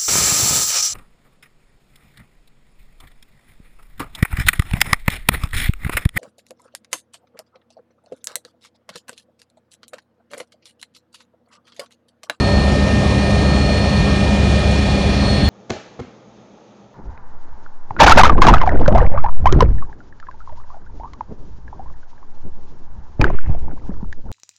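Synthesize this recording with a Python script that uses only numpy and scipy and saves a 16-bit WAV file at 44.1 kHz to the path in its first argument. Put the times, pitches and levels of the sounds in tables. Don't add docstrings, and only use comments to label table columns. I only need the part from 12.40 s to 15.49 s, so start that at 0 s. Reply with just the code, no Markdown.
import sys
import numpy as np
from scipy import signal
from scipy.fft import rfft, irfft, next_fast_len
from scipy.io import wavfile

SR = 44100
rng = np.random.default_rng(int(sys.argv[2]) if len(sys.argv) > 2 else 0)


def gain_from_db(level_db):
    decades = np.asarray(level_db, float) / 20
    return 10 ** decades


def to_wav(sig):
    pcm = np.clip(np.atleast_2d(sig), -1, 1) * 32767
    pcm = np.round(pcm).astype(np.int16)
    wavfile.write(sys.argv[1], SR, pcm.T)


N = 136269

ROTOR_HZ, SHAFT_HZ = 6.4022, 99.96
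BLADE_HZ = 4 * ROTOR_HZ


def clock():
    return np.arange(N) / SR


def trend(db, db_per_s):
    return db + db_per_s * (clock() - N / SR / 2)


def drift(rate_hz):
    every = 100
    settle = 1000
    pole = np.exp(-2 * np.pi * rate_hz * every / SR)
    white = rng.standard_normal(N // every + 2 + settle)
    slow = signal.lfilter([1], [1, -2 * pole, pole * pole], white)[settle:]
    slow = slow / np.sqrt(np.mean(slow ** 2))
    return np.interp(np.arange(N) / every, np.arange(len(slow)), slow)


def turning():
    speed_wander = .0002
    return np.cumsum(1 + speed_wander * drift(1.54)) / SR


def tone(turn, hz, db):
    flutter_db = .9
    gain = np.sqrt(2) * gain_from_db(db + flutter_db * drift(3.))
    return gain * np.sin(2 * np.pi * (hz * turn + rng.random()))


def noise(spectrum, db, patchy_db):
    size = next_fast_len(N, real=True)
    hz = np.arange(size // 2 + 1) * SR / size + 1e-3
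    corner_hz, corner_db = np.transpose(spectrum)
    low, high = corner_hz[0], corner_hz[-1]
    envelope = gain_from_db(np.interp(np.log(hz), np.log(corner_hz), corner_db))
    shaped = rfft(rng.standard_normal(size)) * envelope * (hz >= low) * (hz < high)
    place = 4 * np.log2(hz / low)
    out = 0
    for k in range(int(4 * np.log2(high / low)) + 2):
        overlap = np.clip(1 - abs(place - k), 0, 1)
        out = out + irfft(shaped * overlap, size)[:N] * gain_from_db(patchy_db * drift(9.0))
    return gain_from_db(db) * out / np.sqrt(np.mean(out ** 2))


def main_rotor(turn):
    # multiple of the turning rate, level in dB rms. First the stronger tones, then more, mostly
    rotor_tones = [(8, -29), (12, -29), (16, -31), (20, -34), (21, -33), (22, -32), (23, -34), (24, -30),
                   (25, -36), (27, -37), (44, -37), (48, -39), (55, -42), (63, -38), (64, -38), (68, -45),
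                   (76, -45), (79, -43), (80, -45), (82, -43), (83, -38), (87, -43), (90, -42), (91, -41),
                   (93, -43), (100, -48), (121, -49), (125, -42), (127, -44), (130, -43),
                   (7, -44), (10, -38), (11, -36), (14, -42), (28, -42), (32, -41), (33, -41), (36, -41),
                 (56, -46), (59, -43), (60, -47), (62, -47), (67, -43), (84, -47), (95, -45), (104, -49),
                 (108, -49), (111, -45), (112, -49), (116, -50)]
    out = 0
    for multiple, db in rotor_tones:
        growth = 3 * (multiple < 10)
        out = out + tone(turn, multiple * ROTOR_HZ, trend(db, growth))
    return out


def tail_rotor(turn):
    tail_hz = 34.65
    # multiple of the turning rate, level in dB rms, trend in dB per s.
    tail_tones = [(2, -19.5, .5), (4, -34, 0.), (6, -30, 0.), (8, -41, 0.)]
    return sum(tone(turn, multiple * tail_hz, trend(db, slope)) for multiple, db, slope in tail_tones)


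def drive_shaft(turn):
    # multiple of the turning rate, level in dB rms, trend in dB per s.
    shaft_orders = [(1, -30, 0.), (2, -22, 0.), (4, -40, 0.), (6, -37, 0.), (12, -50, 0.), (16, -53, 0.),
                    (24, -44, 0.), (41, -52, 0.)]
    return sum(tone(turn, multiple * SHAFT_HZ, trend(db, slope)) for multiple, db, slope in shaft_orders)


def gears(turn):
    mesh_hz = [97.8, 663.3, 754.2, 773.8, 1261.0, 1631.6, 1795.7, 1847.0, 1891.5, 2477.0, 2790.0, 3424.5,
               4247.3, 5306.0, 6849.8]
    # level in dB rms, trend in dB per s.
    mesh_levels = [(-29, 0.), (-44, 0.), (-40, 0.), (-45, 0.), (-39, -.8), (-44, -.5), (-53, 0.), (-44, 0.),
                   (-50, 0.), (-53, 0.), (-50, 0.), (-46, 5.5), (-52, 0.), (-59, 0.), (-61, 0.)]
    # time in seconds, level in dB rms.
    low_mesh = [
        (0, -31),
        (.4, -31.5),
        (1.6, -32),
        (2.1, -35),
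        (2.7, -37),
        (3.09, -34.5),
    ]
    high_mesh = [
        (0, -38),
        (.8, -35),
        (2.2, -34),
        (2.7, -35.5),
        (3.09, -42.5),
    ]
    out = sum(tone(turn, hz, trend(db, slope)) for hz, (db, slope) in zip(mesh_hz, mesh_levels))
    for hz, course in ((1821.4, low_mesh), (2431.5, high_mesh)):
        s, db = np.transpose(course)
        out += tone(turn, hz, np.interp(clock(), s, db))
    return out


def pinion(turn):
    teeth, core_hz, throb = 43, 452.3, .22
    # time in seconds, whine level in dB rms, octave level in dB rms.
    whine_course = [(0, -33, -60), (.22, -33, -60), (.34, -45, -61), (.63, -46, -58), (.82, -38, -51),
                    (1.15, -33, -53), (1.37, -30, -57), (1.6, -35, -64), (1.95, -44, -61), (2.3, -41, -59),
                    (2.76, -38, -62), (2.9, -27, -50), (2.99, -32, -53), (3.09, -27, -54)]
    s, whine_db, octave_db = np.transpose(whine_course)
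    hz = teeth * SHAFT_HZ
    shake = 1 + throb * np.sin(2 * np.pi * BLADE_HZ * turn)
    shake += throb / 2 * np.sin(2 * np.pi * 3 * BLADE_HZ * turn)
    out = shake * tone(turn, hz, np.interp(clock(), s, whine_db))
    out += tone(turn, 2 * hz, np.interp(clock(), s, octave_db))
    out += tone(turn, hz - core_hz, -56)
    out += tone(turn, hz + core_hz, -54)
    out += tone(turn, 2 * hz + core_hz, -64)
    return out + tone(turn, 2 * (hz + core_hz), -68)


def hull_rumble():
    # frequency in Hz, level in dB per Hz.
    rumble_spectrum = [(3, -29), (28, -27), (43, -8), (70, -3.5), (100, -4), (200, -7.5), (300, -10.5),
                       (330, -25)]
    return noise(rumble_spectrum, -19.5, patchy_db=3.3)


def cabin_roar():
    # frequency in Hz, level in dB per Hz.
    roar_spectrum = [(280, -16), (330, 1), (470, -3), (600, 0.5), (720, -3.5), (790, -7), (1100, -10),
                     (1420, -15)]
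    return gain_from_db(trend(0, -1)) * noise(roar_spectrum, -24.5, patchy_db=2.6)


def turbine_hiss():
    # frequency in Hz, level in dB per Hz.
    hiss_spectrum = [(1380, -5.5), (1750, -2.5), (2100, -2), (2380, -1), (2600, -2), (3200, -1.5),
                     (4300, -3), (4950, -7.5)]
    top_spectrum = [(4920, -2), (5400, 1.5), (5900, -2), (6800, -5), (7600, -9.5), (9400, -11),
                    (10150, -15), (10900, -30)]
    hiss = gain_from_db(trend(0, 0.7)) * noise(hiss_spectrum, -30, patchy_db=.6)
    return hiss + noise(top_spectrum, -38.5, patchy_db=1.2)


def downwash(turn):
    throb = 1 + .06 * np.sin(2 * np.pi * BLADE_HZ * turn)
    return throb * (cabin_roar() + turbine_hiss())


def scene():
    turn = turning()
    tones = main_rotor(turn) + tail_rotor(turn) + drive_shaft(turn) + gears(turn) + pinion(turn)
    return (tones + hull_rumble() + downwash(turn))[None]


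def top_cut(x):
    return signal.sosfilt(signal.butter(12, 10700, fs=SR, output="sos"), x)


def record(dry):
    top = 4.5
    mix = top * np.tanh(dry / top)
    return top_cut(mix)


dry = scene()
out = record(dry)
to_wav(out)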